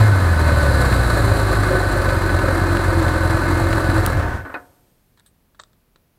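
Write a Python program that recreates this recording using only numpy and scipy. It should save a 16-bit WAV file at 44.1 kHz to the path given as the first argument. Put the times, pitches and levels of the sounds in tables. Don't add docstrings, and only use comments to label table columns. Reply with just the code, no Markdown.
import sys
import numpy as np
from scipy import signal
from scipy.fft import rfft, irfft
from scipy.io import wavfile
from scipy.ndimage import uniform_filter1d

SR = 44100
rng = np.random.default_rng(int(sys.argv[2]) if len(sys.argv) > 2 else 0)


def transcribe(signal):
    frames = np.atleast_2d(signal).T
    limited = np.clip(frames, -1, 1)
    pcm = np.round(limited * 32767).astype(np.int16)
    wavfile.write(sys.argv[1], SR, pcm)


N = 272582
TIME = np.arange(N) / SR


def amp(db):
    return 10 ** (np.asarray(db) / 20)


def decay(t, t60):
    return np.exp(-np.log(1000) * t / t60)


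def unit_rms(x):
    return x / np.sqrt(np.mean(x ** 2))


def unit_peak(x):
    return x / np.abs(x).max()


def levelled(x, span_s=0.27):
    power = uniform_filter1d(uniform_filter1d(x ** 2, int(span_s * SR)), int(span_s * SR / 2))
    return x / np.sqrt(np.abs(power) + np.mean(x ** 2) / 10 ** 3)


def colour(x, spectrum):
    hz, db = np.transpose(spectrum)
    size = 4096
    bin_hz = np.arange(size + 1) * SR / 2 / size
    gain = amp(np.interp(np.log(bin_hz + 1), np.log(hz), db))
    cepstrum = irfft(np.log(gain))
    cepstrum[1:size] *= 2
    cepstrum[size + 1:] = 0
    response = irfft(np.exp(rfft(cepstrum)))[:size]
    return signal.fftconvolve(x, response)[:N]


def noise(spectrum):
    return unit_rms(colour(rng.standard_normal(N), spectrum))


def tilted(spectrum, db_per_octave):
    return [(hz, db + db_per_octave * np.log2(hz / 1000)) for hz, db in spectrum]


def ring(x, modes):
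    return sum(amp(db) * signal.lfilter(*signal.iirpeak(hz, hz / width, fs=SR), x)
               for hz, width, db in modes)


def impulses(times, sizes):
    return np.bincount(np.clip(np.asarray(times) * SR, 0, N).astype(int), sizes, N + 1)[:N]


def burst(t60):
    return rng.standard_normal(SR // 2) * decay(TIME[:SR // 2], t60)


def rattle(blows, t60):
    return signal.lfilter([1], [1, -decay(1 / SR, t60)], blows) * rng.standard_normal(N)


def hit(start_s, peak_db, t60, spectrum):
    blow = amp(peak_db) * unit_peak(colour(burst(t60), spectrum))
    return np.pad(blow, (int(start_s * SR), N))[:N]


def struck(times, peak_db, modes, contact_s=0):
    attack = np.minimum((TIME + 1 / SR) / (contact_s + 1 / SR), 1)
    tone = unit_peak(ring(impulses([0], [1]), modes) * attack)
    return signal.fftconvolve(impulses(times, amp(peak_db)), tone[:SR])[:N]


def passes(cycles, phase):
    return np.interp(np.arange(phase, cycles[-1], 1), cycles, TIME)


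def scatter(times, spread_db):
    return amp(spread_db * np.clip(rng.standard_normal(len(times)), -2, 2))


def wander(rate_hz):
    steps = np.arange(0, N / SR + 1, 1 / rate_hz)
    return np.interp(TIME, steps, rng.standard_normal(len(steps)))


# frequency in Hz, relative spectral density in dB.
AIR_SPECTRUM = [(15, -34), (25, 4), (91, -5.5), (113, -4.5), (178, -5), (297, -12), (582, -17.5),
                (804, -20.5), (8130, -34.5), (11800, -28), (15500, -29)]

def still_air(db=-61):
    return amp(db) * noise(AIR_SPECTRUM)


def tree_echo(x, t60=0.93, wet_db=-22):
    spectrum = [(80, -9.5), (200, -6), (600, -2.5), (2000, -22.5), (9000, -11.5)]
    tail = colour(rng.standard_normal(N) * decay(TIME, t60), spectrum)
    return amp(wet_db) * signal.fftconvolve(x, unit_rms(tail) / np.sqrt(N))[:N]


# frequency in Hz, relative level in dB.
DYING_HISS_SPECTRUM = [(1000, -4), (3500, -5), (8000, -6), (8600, 3), (9200, -13.5), (12000, 2),
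                       (15500, -15.5)]

def dying_hiss(db=-60, t60=2.4, stop_s=4.54):
    return amp(db) * decay(np.maximum(TIME - stop_s, 0), t60) * noise(DYING_HISS_SPECTRUM)


# start in seconds, peak level in dB, 60 dB decay time in seconds, tilt in dB per octave.
KEY_TOUCHES = [(5.174, -47, .05, -0.5), (5.19, -50, 0.034, -4), (5.197, -42.5, .01, 2),
               (5.204, -47, .02, -2), (5.261, -48.5, 0.097, 3)]
# frequency in Hz, relative level in dB.
KEY_SPECTRUM = [(400, -14), (1700, 7), (2600, -12), (3800, 5), (5500, -14), (8500, -7), (13000, -20),
                (16000, -21)]
# frequency in Hz, bandwidth in Hz, gain in dB.
KEY_RESONANCES = [(3730, 69, -6), (8140, 17, 5), (10070, 24, -6), (12000, 28, -5)]

def keys():
    ticks = sum(hit(s, db, t60, tilted(KEY_SPECTRUM, tilt)) for s, db, t60, tilt in KEY_TOUCHES)
    return ticks + struck([5.262], [-44.5], KEY_RESONANCES)


# start in seconds, peak level in dB, 60 dB decay time in seconds, tilt in dB per octave.
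LOCK_IMPACTS = [(5.547, -47.5, 0.042, -1), (5.593, -38, 0.08, -1.5), (5.5976, -24.5, 0.0076, 1),
                (5.6, -31, 0.022, 4), (5.614, -43, .03, 19), (5.636, -32, 0.009, 4), (5.731, -54, .024, 3),
                (5.959, -40.5, 0.02, -1)]
# frequency in Hz, relative level in dB.
LOCK_SPECTRUM = [(150, -16), (600, -1), (850, -6), (1150, 4), (1750, 2), (2200, -13.5), (3000, -10),
                 (3600, 2), (5000, -13), (6800, -17), (8100, -8), (9500, -56), (15000, -60)]
# frequency in Hz, bandwidth in Hz, gain in dB.
BARREL_RESONANCES = [(622, 49, -9), (1120, 80, -1), (1820, 120, -9)]

def ignition_lock():
    clicks = sum(hit(s, db, t60, tilted(LOCK_SPECTRUM, tilt)) for s, db, t60, tilt in LOCK_IMPACTS)
    lock = clicks + struck([5.5988], [-31], BARREL_RESONANCES, contact_s=0.0012)
    housing = signal.fftconvolve(lock, burst(t60=0.17))[:N]
    return lock + amp(-43) * housing


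# frequency in Hz, relative level in dB.
SWITCH_SPECTRUM = [(500, -20), (1000, 2), (1600, 8), (3000, -1), (4200, 0), (6000, -3), (8000, -3),
                   (9300, 6), (11300, -5), (13500, 2), (16000, -8)]

def kill_switch():
    return hit(start_s=4.0628, peak_db=-6.5, t60=0.007, spectrum=SWITCH_SPECTRUM)


# multiple of the cycle rate, relative level in dB.
MESH_ORDERS = [(16, -7.5), (28, -9), (30, 1), (32, -5.5), (34, -8)]
# frequency in Hz, bandwidth in Hz, gain in dB.
COVER_RESONANCES = [(239.8, 28, 1), (323.4, 38, -2), (376.2, 26, -2), (484, 21, -4), (562, 70, 0)]

def chain_whine(cycles, flutter_db=2.5, phase_wobble=0.51):
    looseness = np.interp(TIME, [.9, 2.2], [.7, 1.7])
    tones = 0
    for order, db in MESH_ORDERS:
        strength = amp(db + flutter_db * looseness * wander(22))
        phase = 2 * np.pi * order * cycles + phase_wobble * looseness * wander(30)
        tones += strength * np.sin(phase)
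    load_db = np.interp(TIME, [0, .3, .5, 4.05, 4.2, 4.5], [-11.5, -13.5, 0, 3, -16, -15.5])
    return ring(tones, COVER_RESONANCES) * amp(load_db)


# frequency in Hz, relative level in dB.
FIN_SPECTRUM = [(1800, -9.5), (3300, -10), (4040, 6.5), (4400, -2), (4800, -1.5), (5200, -14.5),
                (6100, -18.5), (7300, -5.5), (8200, -6.5), (9150, -9), (10200, -10.5), (12000, -10),
                (13700, -18.5), (15500, -31.5)]
# frequency in Hz, bandwidth in Hz, gain in dB.
FIN_RESONANCES = [(4020, 130, 0), (4300, 120, -2.5), (6800, 150, -12), (7396, 95, -7), (7890, 130, -9),
                  (8680, 150, -9.5), (9000, 150, -8.5), (9180, 110, -6)]

def cooling_fins(blows):
    shimmer = unit_rms(signal.fftconvolve(blows + rng.standard_normal(N), burst(t60=0.034))[:N])
    rub = unit_rms(amp(3.5) * rng.standard_normal(N) + blows)
    hiss = unit_rms(colour(amp(-4) * shimmer + rub, FIN_SPECTRUM))
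    singing = unit_rms(ring(np.abs(blows) * rng.standard_normal(N), FIN_RESONANCES))
    return levelled(hiss + amp(-3) * singing)


# phase in the cycle from 0 to 1, relative level in dB.
VALVE_SEATINGS = [(.02, -4.5), (.09, -0.5), (.21, -3.5), (.32, -3), (.5, -4.5), (.59, -5), (.7, -2.5),
                  (.765, -1.5)]

def valve_taps(cycles, spread_db=3.5, t60=0.091):
    taps = 0
    for phase, db in VALVE_SEATINGS:
        times = passes(cycles, phase)
        seatings = impulses(times, amp(db) * scatter(times, spread_db))
        taps += signal.fftconvolve(seatings, burst(t60))[:N]
    return levelled(taps)


def chain_rattle(cycles, spread_db=2.5, t60=0.024, strikes_per_cycle=40):
    times = np.interp(np.arange(0, cycles[-1], 1 / strikes_per_cycle), cycles, TIME)
    links = impulses(times + rng.random(len(times)) / 1000, scatter(times, spread_db))
    cam_load = 1 + 0.11 * np.sin(2 * np.pi * len(CYLINDER_PULSES) * cycles)
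    return levelled(rattle(links, t60) * cam_load)


# frequency in Hz, gain in dB.
CASE_SPECTRUM = [(150, -24.5), (280, 6.5), (440, -2), (560, 2.5), (780, -1.5), (1100, 1.5), (1400, 2),
                 (1750, -0.5), (2050, -10), (2700, -19.5), (3400, -30), (4200, -27), (6000, -52.5),
                 (12000, -62)]
# frequency in Hz, bandwidth in Hz, gain in dB.
CASE_RESONANCES = [(390.6, 10, -2.5), (531.6, 11, -2.5), (719, 4.2, 2), (917.5, 3.6, 1.5),
                   (1033, 11.8, -1.5), (1145, 12, -2.5), (1289, 13, -3.5), (1495.4, 17, 7.5),
                   (1506, 10, 2.5), (1618, 25, -2.5), (1699, 6.5, 3.5), (1824, 28, -3.5), (1947, 11, -9.5),
                   (2118, 6.3, -1), (2480, 18, -10), (2540, 9.4, -20.5)]

def cases(blows, force):
    rubbing = .7 * blows + .7 * rng.standard_normal(N)
    clatter = amp(8.5) * colour(blows * force, CASE_SPECTRUM)
    ringing = amp(13.5) * ring(rubbing * force, CASE_RESONANCES)
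    cam_cover = levelled(ring(rubbing, [(1690, 13, 0)]), span_s=0.091)
    high_revs = np.interp(TIME, [.6, 1.2], [1, 0])
    return clatter + ringing + amp(-39) * high_revs * cam_cover


# start in seconds, peak level in dB.
BACKLASH_KNOCKS = [(0.487, -12), (0.842, -13), (1.753, -11.5), (2.484, -15.5), (3.37, -21.5)]

def drive_knocks(t60=0.057):
    return sum(hit(s, db, t60, CASE_SPECTRUM) for s, db in BACKLASH_KNOCKS)


# start in seconds, relative level in dB.
TAPPET_STRIKES = [(0.495, -25), (.632, -21), (.86, -19), (0.927, -14), (1.682, -21), (2.09, -14),
                  (2.293, -15.5), (2.389, -17), (2.77, -13), (2.809, -24), (3.018, -21), (3.081, -18.5),
                  (3.729, -13.5), (3.9, -17.5), (3.953, -19.5), (4.051, -16)]

def loose_tappet(t60=.04):
    clacks = sum(hit(s, db, t60, tilted(CASE_SPECTRUM, 9.8)) for s, db in TAPPET_STRIKES)
    ringing = struck(*np.transpose(TAPPET_STRIKES), CASE_RESONANCES)
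    return amp(-3) * clacks + amp(-2) * ringing


# frequency in Hz, bandwidth in Hz, gain in dB.
BASKET_RESONANCES = [(540.4, 27, 9.1), (575, 16, 5.6)]
# start in seconds, relative level in dB.
BASKET_STRIKES = [(.514, -20.5), (1.167, -20), (1.314, -16), (1.391, -17), (1.71, -16), (1.749, -19),
                  (1.959, -18), (1.998, -24), (2.08, -17.5), (2.121, -17), (2.438, -17.5), (2.483, -16.5),
                  (2.928, -22.5), (3.017, -28), (3.158, -16), (3.206, -21.5)]

def clutch_basket(cycles, force):
    times = passes(2 * cycles, 0.026)
    knocks = rattle(impulses(times, scatter(times, spread_db=0.5)), t60=0.023)
    slack_db = np.interp(TIME, [.33, .48], [-21.5, -11.5])
    regular = amp(slack_db) * force * levelled(ring(knocks, BASKET_RESONANCES))
    harder = struck(*np.transpose(BASKET_STRIKES), BASKET_RESONANCES, contact_s=0.008)
    return regular + amp(1.5) * harder


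# frequency in Hz, relative level in dB.
CRACK_SPECTRUM = [(100, -18), (380, 1.5), (950, 0), (1400, -2.5), (1800, 0), (2200, -7), (2600, -11),
                  (3200, -17), (3900, -14.5), (4500, -21), (5500, -36), (8500, -44), (14000, -45)]
# start in seconds, peak level in dB, 60 dB decay time in seconds.
GEAR_CLACKS = [(4.451, -24.5, 0.15), (4.495, -26.5, 0.38), (4.519, -37.5, 0.047), (4.549, -20, 0.13)]

def stop_clunk():
    crack = hit(start_s=4.5415, peak_db=-18, t60=0.045, spectrum=CRACK_SPECTRUM)
    clacks = sum(hit(s, db, t60, CASE_SPECTRUM) for s, db, t60 in GEAR_CLACKS)
    ringing = ring(crack + clacks, CASE_RESONANCES) + ring(crack, [(2480, 36, 16)])
    return crack + clacks + ringing


# start in seconds, peak level in dB.
AFTERFIRES = [(.915, -15.5), (1.126, -20)]

def header_pops():
    return struck(*np.transpose(AFTERFIRES), [(195, 38, 0)], contact_s=0.0055)


# start in seconds, peak level in dB.
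LAST_PUFFS = [(4.152, -8.5), (4.184, -11.5), (4.248, -13.5), (4.287, -22), (4.337, -17), (4.403, -31)]
# frequency in Hz, bandwidth in Hz, gain in dB.
PUFF_RESONANCES = [(45, 40, -5), (99, 42, 0)]

def chugs(t60=0.35):
    times, db = np.transpose(LAST_PUFFS)
    ringing = ring(impulses([0], [1]), PUFF_RESONANCES)
    puff = unit_peak(colour(ringing, SILENCER_RESPONSE) * decay(TIME, t60))
    return signal.fftconvolve(impulses(times, amp(db)), puff)[:N]


# frequency in Hz, relative level in dB.
GAS_SPECTRUM = [(20, -38.5), (45, -18.5), (70, -12), (95, -3.5), (110, -4), (125, -7), (150, -14.5),
                (200, -15.5), (280, -25), (450, -34.5), (900, -65)]

def burble(cycles, from_s=.77, to_s=1.17, peak_db=-21, t60=.08):
    times = passes(cycles, 0.49)
    times = times[(times > from_s) & (times < to_s)]
    burns = impulses(times, np.full(len(times), amp(peak_db)))
    thump = colour(impulses([0], [1]), GAS_SPECTRUM) * decay(TIME, t60)
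    return signal.fftconvolve(burns, unit_peak(thump[:SR // 10]))[:N]


# centre in seconds, drive in dB relative to the exhaust note.
HARD_FIRINGS = [(1.32, -2), (1.965, -6), (2.16, -14), (2.335, -0.5), (2.425, -5.5), (2.52, -7.5),
                (2.89, -9.5), (2.965, -0.5), (3.055, -2), (3.24, -8.5), (3.33, -5), (3.88, -8), (3.97, -5)]
# frequency in Hz, bandwidth in Hz, gain in dB.
CHAMBER_RESONANCES = [(97, 42, 0)]

def chamber_boom(note, width_s=0.019):
    swell = sum(amp(db) * np.exp(-((TIME - s) / width_s) ** 2) for s, db in HARD_FIRINGS)
    return ring(note * swell, CHAMBER_RESONANCES)


# relative level in dB, change on a shut throttle in dB, pipe delay in ms.
CYLINDER_PULSES = [(4.5, 0.5, 0.74), (8, -6.5, 0.11), (5, 4, .8), (5, -1, 0.092)]
# frequency in Hz, gain in dB.
SILENCER_RESPONSE = [(10, -51), (22, -22.5), (31, -3), (44, 1), (65, 2), (88, 3), (108, 5.5), (125, -4.5),
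                     (145, -11), (200, -15), (260, -24), (450, -26), (900, -71)]
# frequency in Hz, bandwidth in Hz, gain in dB.
PIPE_RESONANCES = [(310.3, 5.7, 7.5), (333.4, 13, 5.5), (374, 5.7, -13)]

def exhaust(cycles, spread_db=0.7, jitter_ms=0.43, pipe_db=-14.5, gas_db=-6, idle_lope=0.74):
    lumpiness = np.interp(TIME, [0, 1.5], [.4, 1])
    puffs = 0
    for k, (db, shut_db, delay_ms) in enumerate(CYLINDER_PULSES):
        times = passes(cycles, k / len(CYLINDER_PULSES))
        overrun = np.interp(times, [.08, .3, 1.15, 1.4], [0, 1, 1, idle_lope])
        unevenness = scatter(times, spread_db * np.interp(times, TIME, lumpiness))
        lag_ms = delay_ms + jitter_ms * rng.standard_normal(len(times))
        puffs += impulses(times + lag_ms / 1000, amp(db + shut_db * overrun) * unevenness)
    silencers = levelled(colour(puffs, SILENCER_RESPONSE))
    pipes = amp(pipe_db) * levelled(ring(puffs, PIPE_RESONANCES))
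    gas = amp(gas_db) * noise(GAS_SPECTRUM)
    return silencers + lumpiness * (pipes + gas)


# centre in seconds, change of exhaust level in dB.
MISSED_FIRINGS = [(1.845, -8), (2.031, -8), (2.2, -9), (2.39, -1.5), (2.81, -7.5), (3.19, -5.5),
                  (3.455, -4), (3.81, -11.5)]

def load_levels(firing_hz, idle_hz=43.5, stall_hz=26, kill_s=4.06, miss_width_s=0.014):
    throttle = np.interp(TIME, [0, 0.059], [1, 0])
    braking = np.interp(TIME, [.31, .74, 1.18, 2.18], [0, 1, 1, 0])
    unfired = np.interp(TIME, [4.16, 4.18], [0, 1])
    coasted_s = np.maximum(TIME - kill_s, 0)
    revs_db = 5 * np.log2(firing_hz / idle_hz)
    stall_db = 28.5 * np.minimum(np.log2(firing_hz / stall_hz), 0)
    roll_db = np.maximum(stall_db, -14)
    missed_db = sum(db * np.exp(-((TIME - s) / miss_width_s) ** 2) for s, db in MISSED_FIRINGS)
    exhaust_db = -19 + 10 * throttle + 0.5 * braking - 3.5 * unfired + revs_db + missed_db + stall_db
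    clatter_db = -24 + 5 * throttle + braking - 15 * coasted_s + roll_db
    hiss_db = -38.5 + 6 * throttle + 4.5 * braking - 64.5 * coasted_s + stall_db
    return exhaust_db, clatter_db, hiss_db


# time in seconds, firing rate in Hz.
FIRING_RATES = [(0, 112.45), (.11, 98.77), (.33, 81.07), (.64, 71.29), (.94, 61.06), (1.3, 52.65),
                (1.7, 49.38), (2.07, 46.87), (2.45, 43.72), (2.78, 45.49), (3.13, 42.36), (3.5, 44.55),
                (4.05, 43.15)]
# time in seconds, rate of compression strokes in Hz.
COASTING_RATES = [(4.15, 40.2), (4.298, 31.5), (4.42, 21), (4.54, 3.2)]

def engine():
    firing_hz = np.interp(TIME, *np.transpose([*FIRING_RATES, *COASTING_RATES]))
    turning = np.interp(TIME, [4.53, 4.57], [1, 0])
    cycles = np.cumsum(firing_hz * turning) / SR / len(CYLINDER_PULSES)
    exhaust_gain, force, hiss_gain = (amp(db) * turning for db in load_levels(firing_hz))
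    impacts = valve_taps(cycles) + amp(-0.5) * chain_rattle(cycles)
    crossfade = np.interp(TIME, [4.1, 4.42], [0, np.pi / 2])
    blows = np.cos(crossfade) * impacts + np.sin(crossfade) * rng.standard_normal(N)
    clatter = cases(blows, force) + drive_knocks() + loose_tappet()
    clutch = clutch_basket(cycles, force * np.cos(crossfade))
    hiss = hiss_gain * cooling_fins(blows)
    note = exhaust_gain * exhaust(cycles)
    whine = amp(-27) * turning * chain_whine(cycles)
    thumps = chamber_boom(note) + header_pops() + burble(cycles) + chugs()
    return note + thumps + clatter + clutch + whine + hiss


def scene():
    bike = engine() + stop_clunk() + dying_hiss() + kill_switch() + keys() + ignition_lock()
    return (bike + still_air() + tree_echo(bike))[None]


def record(dry, ceiling=.75, top_hz=15700):
    rounded = dry / (1 + (dry / ceiling) ** 6) ** (1 / 6)
    return signal.sosfilt(signal.ellip(8, .2, 70, top_hz, fs=SR, output="sos"), rounded)


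dry = scene()
out = record(dry)
transcribe(out)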